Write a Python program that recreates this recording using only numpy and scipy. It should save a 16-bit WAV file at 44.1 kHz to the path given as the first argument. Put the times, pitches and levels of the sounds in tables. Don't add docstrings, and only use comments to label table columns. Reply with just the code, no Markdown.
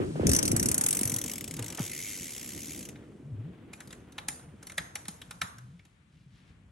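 import sys
import numpy as np
from scipy import signal
from scipy.fft import rfft, irfft, next_fast_len
from scipy.io import wavfile
from scipy.ndimage import uniform_filter1d, map_coordinates

SR = 44100
rng = np.random.default_rng(int(sys.argv[2]) if len(sys.argv) > 2 else 0)


def dump(signal):
    limited = np.clip(np.atleast_2d(signal).T, -1, 1)
    pcm = np.round(limited * 32767).astype(np.int16)
    wavfile.write(sys.argv[1], SR, pcm)


N = 295911

# start_s, share of the hub heard from behind [0-1]
TURNED_AWAY = [(.8, 0), (1.25, 0.89), (1.75, 0.79)]
# pitch_hz, relative level_db
HUB_BEHIND_COLOUR = [(710, -37), (1200, -17), (1700, -12), (2050, -0.5), (3200, -3.5), (4450, -7.5),
                     (5410, -4), (6720, 1.5), (8260, -2.5), (8910, -10), (10000, -20.5), (11400, 0),
                     (12600, -12.5), (13700, -41), (15200, -21), (16000, -10.5)]
# pitch_hz, width_hz, relative level_db
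HUB_RESONANCES = [(5960, 120, 2.5), (6840, 60, -3), (7869, 27, 0.5), (8640, 87, 4), (8990, 130, 6.5),
                  (10660, 180, -1)]
# start_s, relative clunk level_db, relative ring level_db, clunk pitch_hz
CHAIN_CATCHES = [(2.956, -51.5, -81, 2090), (3.732, -45.5, -44, 2370), (3.804, -45, -44, 1700),
                 (3.874, -57.5, -52, 4410), (3.906, -51, -51, 3620), (3.927, -47.5, -47.5, 1840),
                 (4.122, -57.5, -54, 3800), (4.181, -31.5, -46, 835), (4.284, -36, -29.5, 2080),
                 (4.394, -56, -77, 1400), (4.627, -50.5, -49, 1460), (4.669, -52.5, -43.5, 2100),
                 (4.697, -45, -46.5, 2150), (4.719, -50.5, -50, 1580), (4.779, -25, -33, 1900),
                 (4.955, -36, -35.5, 2340), (5.053, -46.5, -50, 1740), (5.082, -41, -36, 4300),
                 (5.216, -44.5, -47, 3280), (5.309, -41, -43, 1230), (5.415, -25.5, -32.5, 1770),
                 (5.583, -53.5, -54, 1690), (5.793, -56.5, -75, 2310), (5.851, -60, -62, 2900)]
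# pitch_hz, relative level_db
DULL_RUMBLE_COLOUR = [(20, -35), (49, -8.5), (81, -4.5), (128, -6.5), (170, -4), (330, -26.5), (600, -43.5),
                      (780, -53), (1320, -120)]
# pitch_hz, relative level_db
CRUNCH_COLOUR = [(250, -37.5), (450, 5.5), (650, -1), (1000, -3), (1800, -6), (3200, -12.5), (6000, -35)]
# pitch_hz, relative level_db
BARK_REFLECTION = [(300, 0), (600, 7.5), (1400, 3.5), (2400, -5.5), (6000, -4), (11000, -9.5)]


def ticking():
    # start_s, speed in ratchet teeth per s
    push_speed = [(0.2678, 41.09), (0.2983, 40.4), (0.3536, 72.99), (0.3914, 17.66), (0.4556, 44.96),
                  (0.5321, 11.73), (0.5562, 29.88), (0.7318, 36.94), (0.7473, 25.58), (0.9138, 49.03),
                  (1.1783, 44.68), (1.1992, 30.83), (1.2838, 58.49), (1.444, 26.12), (1.5817, 40.08),
                  (1.6128, 25.01), (1.6329, 56.44), (1.775, 36.55)]
    # pitch_hz, relative level_db
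    near_colour = [(590, -50), (1000, -21), (1590, -12), (2230, -10), (3930, -17), (5130, -9.5), (5970, 1),
                   (7440, -0.5), (8850, 1), (10100, -9.5), (11400, 1), (12100, -5), (13900, -33.5),
                   (15100, -21.5), (16000, -15.5)]
    click_db = -22.5

    s, db = pawls(push_speed)
    clicks = bursts(s - .0005, db + click_db, rise=0.0019, decay=0.0032, tail_db=-17.5, tail=0.013, spread_db=1.5)
    varied = shimmer(clicks, depth_db=3.0, size=256)
    turned = np.clip(curves(TURNED_AWAY)[0], 0, 1)
    facing = np.sqrt(1 - turned) * varied
    near = coloured(facing, near_colour)
    behind = coloured(np.sqrt(turned) * varied[::-1], HUB_BEHIND_COLOUR)
    shell = amp(2.5) * ringing(facing, HUB_RESONANCES)
    return steered(near + behind + shell, shell_and_treble)


def coasting():
    # start_s, speed in ratchet teeth per s
    coast_speed = [(1.771, 38.21), (1.8242, 101.45), (1.8942, 48.5), (2.0801, 110.48), (2.1851, 85.35),
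                   (2.1855, 92.79), (2.3988, 59.19), (2.5217, 71.6), (2.5434, 66.76), (2.677, 82.08),
                   (2.785, 64.97), (2.9, 13.74)]
    click_db = -23

    s, db = pawls(coast_speed)
    clicks = bursts(s[1:], db[1:] + click_db, rise=0.0019, decay=0.0032, tail_db=-14, tail=0.019, spread_db=-1.0)
    varied = shimmer(clicks, depth_db=2.0, size=256)
    buzz = steered(coloured(varied, HUB_BEHIND_COLOUR), hollow)
    return buzz + ringing(clicks, HUB_RESONANCES)


def pawls(speed):
    pass_s, closest_m, speed_m_per_s = 0.24, 0.85, 1.74
    shadow_db = 6
    scatter_db = 0.6

    start, end = speed[0][0], speed[-1][0]
    t = np.arange(round(start * SR), round(end * SR)) / SR
    rate = np.interp(t, *np.transpose(speed))
    teeth = np.cumsum(rate) / SR
    at = np.searchsorted(teeth, np.arange(teeth[-1]))
    distance = np.hypot(closest_m, speed_m_per_s * (t[at] - pass_s))
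    screened_db = shadow_db * np.interp(t[at], *np.transpose(TURNED_AWAY))
    db = 20 * np.log10(closest_m / distance) - screened_db
    return t[at], db + scatter_db * rng.standard_normal(len(at))


def shell_and_treble(t, hz):
    # start_s, shell ring boost_db, treble boost_db
    colour_changes = [(.27, 2, -6), (.335, 3.5, -4), (0.431, 3, -7), (.57, 1, -2), (.75, 0, -1.5),
                      (.95, -3, 2.5), (1.2, 11, 6), (1.45, -10, -0.5), (1.75, 3, -2)]
    shell_hz, shell_octaves, treble_hz = 5975, 0.065, 7600

    s, shell_db, treble_db = np.transpose(colour_changes)
    shell = np.interp(t, s, shell_db) * bell(hz, shell_hz, shell_octaves)
    treble = 1 / (1 + (treble_hz / hz) ** 10)
    return shell + np.interp(t, s, treble_db) * treble


def hollow(t, hz):
    # start_s, pitch_hz, boost_db
    hollow_band = [(1.78, 2380, -4), (1.92, 2050, 7), (2.05, 2130, 3), (2.152, 2370, 2), (2.262, 2560, -1),
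                   (2.45, 2344, -0.5), (2.7, 2130, -1), (2.898, 2400, 0.5)]
    s, centre, db = np.transpose(hollow_band)
    return np.interp(t, s, db) * bell(hz, np.interp(t, s, centre), octaves=0.25)


def gears():
    # pitch_hz, relative level_db
    clunk_colour = [(150, -26), (330, -36), (530, -9.5), (850, -9), (1300, -3), (1750, 0), (2500, -2.5),
                    (3100, -3.5), (3800, -0.5), (4700, -11.5), (7000, -17), (10000, -48.5)]
    # pitch_hz, relative level_db
    ring_colour = [(2650, -5), (4500, -4.5), (6870, 2), (8070, -3), (9160, 1.5), (10100, -11), (11500, 1.5),
                   (13100, -50), (14000, -44.5), (15000, -27.5)]
    # pitch_hz, width_hz, relative level_db
    frame_resonances = [(830, 49, 5.5), (1050, 39, -4.5), (1330, 70, 0.5), (1490, 47, -7), (1785, 70, -3.5),
                        (2030, 80, -3), (2290, 90, -2), (3270, 110, -4), (3700, 90, 2.5)]

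    s, clunk_db, ring_db, hz = np.transpose(CHAIN_CATCHES)
    knock = bursts(s - .0012, clunk_db, rise=0.0061, decay=0.0029, tail_db=-26.0, tail=0.012, spread_db=0.5)
    body = amp(-0.5) * coloured(knock, clunk_colour) + amp(4) * ringing(knock, frame_resonances)
    clunk = pitched(body, s, hz, boost_db=9.0, width=0.24)
    strike = bursts(s - .001, ring_db, rise=0.0027, decay=0.0026, tail_db=-28.0, tail=0.056, spread_db=3.0)
    ring = coloured(shimmer(strike, depth_db=6.0), ring_colour)
    return clunk + ring + amp(-12.0) * ringing(strike, HUB_RESONANCES)


def steel():
    # start_s, pitch_hz, relative level_db, time to fall 60 dB_s
    steel_rings = [(.365, 9350, -26, 0.036), (4.285, 9080, -51.5, 0.44), (4.834, 6370, -62, 0.41)]
    track, t = np.zeros(N), np.arange(SR // 2) / SR
    for s, hz, db, t60 in steel_rings:
        phase = 2 * np.pi * hz * t + .9 * wobble(120)[:len(t)]
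        fall = amp(db + 5.5 - 60 * t / t60)
        add(track, s, fall * (1 - np.exp(-t / 0.0011)) * np.sin(phase))
    return np.array([track, np.zeros(N)])


def jolts():
    s, clunk_db, _, _ = np.transpose(CHAIN_CATCHES)
    shudder = bursts(s, clunk_db - 18.5, rise=0.0014, decay=0.037, tail_db=-16, tail=0.03, spread_db=7.0)
    return coloured(shudder, DULL_RUMBLE_COLOUR)


def snow_and_hiss():
    # start_s, rumble level_db, crunch level_db (both then waver)
    packing = [(0, -29.5, -44), (.13, -41.5, -63), (.225, -34.5, -49), (.26, -23.5, -48.5),
               (.34, -30.5, -46), (.47, -32.5, -51), (.64, -32.5, -49.5), (.77, -40.5, -49.5),
               (1.18, -43, -52), (1.48, -46.5, -62), (1.68, -46, -52), (1.98, -49.5, -65),
               (2.4, -52, -62.5), (2.58, -46.5, -63), (2.9, -46, -62), (3.15, -51.5, -67.5),
               (3.5, -50, -65), (4.05, -54.5, -63), (5.45, -55, -68.5), (5.75, -58, -77), (5.97, -62, -97),
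               (6.71, -57.5, -75.5)]
    # start_s, level_db
    hiss_level = [(0, -61.5), (.35, -57.5), (.6, -58.5), (2.75, -60), (3, -76), (3.6, -83), (5.3, -73.5),
                  (6, -84.5)]
    # start_s, share of the rumble that is dulled [0-1]
    dulling = [(3.6, 0.0081), (5.4, 0.95)]
    # pitch_hz, relative level_db
    near_rumble_colour = [(20, -37), (48, -7), (101, -2), (135, -1), (200, -2), (290, 0), (700, -23),
                          (910, -51.5), (1540, -120)]
    # pitch_hz, relative level_db
    hiss_colour = [(1200, -31.5), (2400, 0.5), (4000, 1.5), (6500, 3), (9300, 3.5), (10200, -12),
                   (12000, -20), (14000, -32.5)]

    rumble_db, crunch_db = curves(packing)
    far = np.clip(curves(dulling)[0], 0, 1)
    near_rumble = np.sqrt(1 - far) * coloured(grit(2.7), near_rumble_colour)
    far_rumble = np.sqrt(far) * coloured(grit(2.0), DULL_RUMBLE_COLOUR)
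    rumble = (near_rumble + far_rumble) * amp(rumble_db + 1.7 * wobble(35))
    crunch = amp(crunch_db + 2.14 * wobble(60)) * coloured(grit(1.7), CRUNCH_COLOUR)
    hiss = amp(curves(hiss_level)[0]) * coloured(grit(1.7), hiss_colour)
    return rumble + crunch + hiss


def thumps():
    # start_s, relative level_db, first pitch_hz, last pitch_hz, decay_s
    thuds = [(.002, -18, 386, 187.7, 0.0087), (.157, -24.5, 616, 364, 0.0021),
             (0.196, -23, 634, 72.1, 0.03), (.232, -24, 641, 137, 0.034),
             (.249, -25.5, 300.5, 190, 0.019), (.262, -23.5, 260, 169, 0.017),
             (0.289, -24.5, 584, 246.3, 0.008), (.293, -19.5, 140, 66, .028),
             (0.507, -23.5, 179, 89.4, 0.0094), (0.531, -21, 420, 100, 0.018),
             (0.575, -28.5, 197.7, 70.8, 0.013), (.698, -25.5, 263.4, 70, 0.016),
             (1.014, -22.5, 312.3, 174.2, 0.0067), (1.056, -26, 150, 98.2, 0.011),
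             (1.125, -29, 216, 95, 0.011), (1.161, -30, 146, 102.3, 0.015),
             (1.592, -32.5, 326.5, 239.5, 0.012), (1.801, -23, 259.7, 103.5, 0.0127),
             (4.288, -44, 270, 130, 0.032), (5.086, -36.5, 248, 154, 0.012),
             (6.261, -47, 172.6, 133, 0.026)]
    track, t = np.zeros(N), np.arange(SR // 5) / SR
    for s, db, first_hz, last_hz, decay in thuds:
        hz = last_hz + (first_hz - last_hz) * np.exp(-t / 0.0068)
        tone = np.sin(2 * np.pi * np.cumsum(hz) / SR)
        swell_and_fall = (1 - np.exp(-t / 0.00076)) * np.exp(-t / decay)
        add(track, s, amp(db + 2.0) * tone * swell_and_fall)
    return np.array([track, np.zeros(N)])


def tread():
    # start_s, pitch_hz (then wavers), relative level_db
    stretches = [
        [(0, 401, -30), (.05, 378, -33.5), (.125, 395, -38)],
        [(.1, 159.5, -40), (.16, 149.2, -30), (.205, 162, -41)],
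        [(1.52, 171.4, -37), (1.57, 155, -41), (1.615, 116.6, -33.5), (1.69, 108, -53)],
        [(3.22, 126.3, -43), (3.295, 152.4, -40), (3.345, 109, -35), (3.38, 91.3, -34), (3.42, 123, -35),
         (3.46, 144.8, -35.5), (3.5, 199, -47), (3.55, 138.5, -40)],
        [(4.41, 132.4, -47), (4.48, 153.4, -47), (4.54, 162, -57)],
        [(5.56, 118, -55), (5.62, 118.2, -43.5), (5.7, 140.9, -47.5), (5.81, 188.5, -54)],
    ]
    hum, t = np.zeros(N), np.arange(N) / SR
    for stretch in stretches:
        hz, db = curves(stretch)
        fade = np.clip(np.minimum(t - stretch[0][0], stretch[-1][0] - t) / 0.018, 0, 1)
        phase = 2 * np.pi * np.cumsum(hz * (1 + 0.064 * wobble(90))) / SR
        level = amp(db - 1.5 + 2.7 * wobble(45))
        hum += fade * level * (np.sin(phase) + amp(-35.0) * np.sin(2 * phase))
    return np.array([hum, np.zeros(N)])


def scuffs():
    # start_s, relative level_db
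    scrapes = [(0.156, -30), (0.197, -29.5), (.233, -40), (.258, -33), (.29, -27.5), (1.586, -22.5),
               (1.779, -19), (1.794, -23)]
    s, db = np.transpose(scrapes)
    scrape = bursts(s, db - 20.5, rise=0.0046, decay=0.014, tail_db=-19.5, tail=0.05, spread_db=2.5)
    return coloured(scrape, CRUNCH_COLOUR)


def swishes():
    # middle_s, peak level_db, half length_s
    swells = [(5.72, -76.5, 0.17), (6.185, -74, 0.063), (6.376, -69, 0.055), (6.486, -71, 0.033)]
    t = np.arange(N) / SR
    power = sum(amp(db) ** 2 * np.exp(-((t - s) / half) ** 2) for s, db, half in swells)
    grains = filtered(grit(3.4), lambda hz: bell(hz + 1, centre=2595, octaves=1.2))
    return np.sqrt(power) * unit(grains)


def near_trunks(x, first_s, last_s, fall_db, count=14):
    taps = np.zeros((2, SR // 2))
    for late, left_right in rng.random((count, 2)):
        at = int(min(first_s + (last_s - first_s) * late, .45) * SR)
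        taps[:, at] += amp(-fall_db * late) * np.array([1, 2 * left_right - 1])
    slaps = signal.fftconvolve(x[:1], taps / np.linalg.norm(taps[0]), axes=1)[:, :N]
    return filtered(slaps, lambda hz: amp(along(BARK_REFLECTION, hz)))


def trunks(x, build):
    # pitch_hz, time to fall 60 dB_s (ahead of the build-up)
    wood_echo = [(200, 0.7), (5000, 0.49), (12000, 0.33)]
    hz, _, z = signal.stft(x[0], SR, nperseg=256)
    t = np.arange(SR // 128) * 128 / SR
    decay = amp(-60 * t / along(wood_echo, hz)[:, None]) ** 2 * (1 - np.exp(-(t / build) ** 2))
    energy = uniform_filter1d(abs(z) ** 2, size=3, axis=0)
    power = signal.fftconvolve(energy, decay / decay.sum(1, keepdims=True), axes=1)
    noise = signal.stft(rng.standard_normal((2, N)), nperseg=256)[2]
    scattered = np.sqrt(abs(power[:, :z.shape[1]])) * amp(along(BARK_REFLECTION, hz))[:, None]
    return signal.istft(scattered * noise / noise.std(), nperseg=256)[1][:, :N]


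def air():
    # pitch_hz, relative level_db
    air_colour = [(650, 0.5), (1300, 2), (2300, 1.5), (3500, -4), (5200, -18), (9000, -19), (15000, -57.5)]
    hush = coloured(rng.standard_normal((2, N)), air_colour) * amp(-72 + 2.4 * wobble(4))
    left_extra_db = 6.5
    return hush * amp(left_extra_db * np.array([[.5], [-.5]]))


def bursts(times, levels_db, rise, decay, tail_db, tail, spread_db):
    t = np.arange(SR // 6) / SR
    shape = (1 - np.exp(-(t / rise) ** 2)) * (np.exp(-t / decay) + amp(tail_db) * np.exp(-t / tail))
    shape /= shape.max()
    power = np.zeros(N)
    for s, db in zip(times, levels_db):
        add(power, s, (amp(db) * shape) ** 2)
    return np.sqrt(power) * grit(spread_db)


def grit(spread_db):
    return unit(rng.standard_normal((2, N)) * amp(spread_db * wobble(1500)))


def shimmer(x, depth_db, size=512):
    z = signal.stft(x, nperseg=size)[2]
    field = rng.standard_normal(z.shape[1:])
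    field = uniform_filter1d(uniform_filter1d(field, size=3, axis=0), size=7, axis=1)
    gain = amp(depth_db * unit(field))
    gain /= np.sqrt(uniform_filter1d(gain ** 2, size=25, axis=0))
    return signal.istft(z * gain, nperseg=size)[1][:, :N]


def pitched(x, times, centres_hz, boost_db, width):
    hz, t, z = signal.stft(x, SR, nperseg=256)
    latest = np.maximum(np.searchsorted(times - .008, t) - 1, 0)
    gain_db = boost_db * (bell(hz[:, None] + 1, centres_hz[latest], width) - .5)
    return signal.istft(z * amp(gain_db), nperseg=256)[1][:, :N]


def ringing(x, modes):
    def response(f):
        return sum(amp(db) * 1j * f * w / (c * c - f * f + 1j * f * w) for c, w, db in modes)
    return filtered(x, response)


def steered(x, gain_db):
    hz, t, z = signal.stft(x, SR, nperseg=512)
    return signal.istft(z * amp(gain_db(t, hz[:, None] + 1)), nperseg=512)[1][:, :N]


def coloured(x, spectrum, size=4096):
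    cepstrum = irfft(np.log(np.maximum(amp(along(spectrum, np.fft.rfftfreq(size, 1 / SR))), 1e-6)))
    cepstrum[1:size // 2] *= 2
    cepstrum[size // 2 + 1:] = 0
    kernel = irfft(np.exp(rfft(cepstrum)))
    return signal.fftconvolve(x, kernel[None] / np.linalg.norm(kernel), axes=1)[:, :N]


def filtered(x, response):
    m = next_fast_len(N + SR // 2)
    return irfft(rfft(x, m) * response(np.fft.rfftfreq(m, 1 / SR)), m)[..., :N]


def bell(hz, centre, octaves):
    return np.exp(-(np.log2(hz / centre) / octaves) ** 2)


def along(points, hz):
    f, v = np.transpose(points)
    return np.interp(np.log(hz + 1), np.log(f + 1), v)


def curves(rows):
    s, *cols = np.transpose(rows)
    return [np.interp(np.arange(N) / SR, s, c) for c in cols]


def wobble(rate):
    return map_coordinates(rng.standard_normal(int(N * rate / SR) + 4), [np.arange(N) * rate / SR])


def amp(db):
    return 10 ** (np.asarray(db) / 20)


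def unit(x):
    return x / np.sqrt(np.mean(x ** 2) + 1e-20)


def add(track, s, sound):
    part = track[max(round(s * SR), 0):][:len(sound)]
    part += sound[:len(part)]


def ports(pair, direct, width_db, ahead=0):
    # pitch_hz, phase_radians
    side_phase = [(120, -0.5), (300, -1.64), (600, -2), (1300, -1.5), (2500, -1.4), (4200, 1.4),
                  (6300, 0.8), (8500, -2.5), (11000, -1.6)]
    # pitch_hz, level_db
    stereo_width = [(60, -21.5), (250, -16.5), (550, -9.5), (1100, -8.5), (2300, -14.5), (4300, -10.5),
                    (7500, -6), (9100, -4), (10100, 21), (11100, -3.5), (12500, -9.5), (15000, -0.5)]
    # start_s, strength of the extra side (a plain factor)
    beside = [(0, 2.5), (.4, 2.5), (.9, 0.7), (1.1, 0)]
    # pitch_hz, relative level_db
    beside_spread = [(50, 0.5), (300, 12.5), (800, 16), (2500, 16), (4500, 12.5), (7000, -6.5),
                     (10000, -24.5)]
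    # pitch_hz, level_db added
    ahead_side = [(900, -4.5), (2200, -26), (3100, 2), (4100, -16.5), (5200, 5.5), (7300, -10.5),
                  (9000, 1.5)]

    direct = np.clip(direct, 0, 1)
    gradient = filtered(pair[0], lambda hz: np.exp(1j * along(side_phase, hz)))
    side = direct * gradient + np.sqrt(1 - direct ** 2) * pair[1]
    side = filtered(side, lambda hz: amp(along(stereo_width, hz) + width_db))
    extra = filtered(side, lambda hz: amp(along(beside_spread, hz) - 13.5))
    side = side + curves(beside)[0] * extra
    side = (1 - ahead) * side + ahead * filtered(side, lambda hz: amp(along(ahead_side, hz)))
    return np.array([pair[0] + side, pair[0] - side])


def scene():
    tick, buzz, chain = ticking(), coasting(), gears()
    echo = trunks(amp(-20.0) * tick + amp(-14.5) * buzz + amp(-12.5) * chain, build=0.0027)
    echo += amp(-23) * near_trunks(chain, first_s=0.017, last_s=.15, fall_db=35)
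    turned = np.clip(curves(TURNED_AWAY)[0], 0, 1)
    hub = ports(tick + buzz, direct=.7, width_db=2.2, ahead=turned)
    drive = ports(chain + steel(), direct=.8, width_db=1.5)
    low_layers = snow_and_hiss() + swishes() + thumps() + tread() + scuffs() + jolts()
    ground = ports(low_layers, direct=0.4, width_db=2.5)
    return hub + drive + ground + ports(echo, direct=.2, width_db=13.5) + air()


def record(dry):
    # pitch_hz, level_db
    lean = [(60, 0.97), (900, -0.52), (2200, -1.4), (4400, .6), (7500, 0.18)]
    low_cut_hz, top_hz = 39, 15900

    def response(hz):
        low_cut = 1 / np.sqrt(1 + (low_cut_hz / (hz + 1)) ** 10)
        return amp(along(lean, hz) * np.array([[.5], [-.5]])) * low_cut * (hz < top_hz)
    return filtered(dry, response)


dry = scene()
out = record(dry)
dump(out)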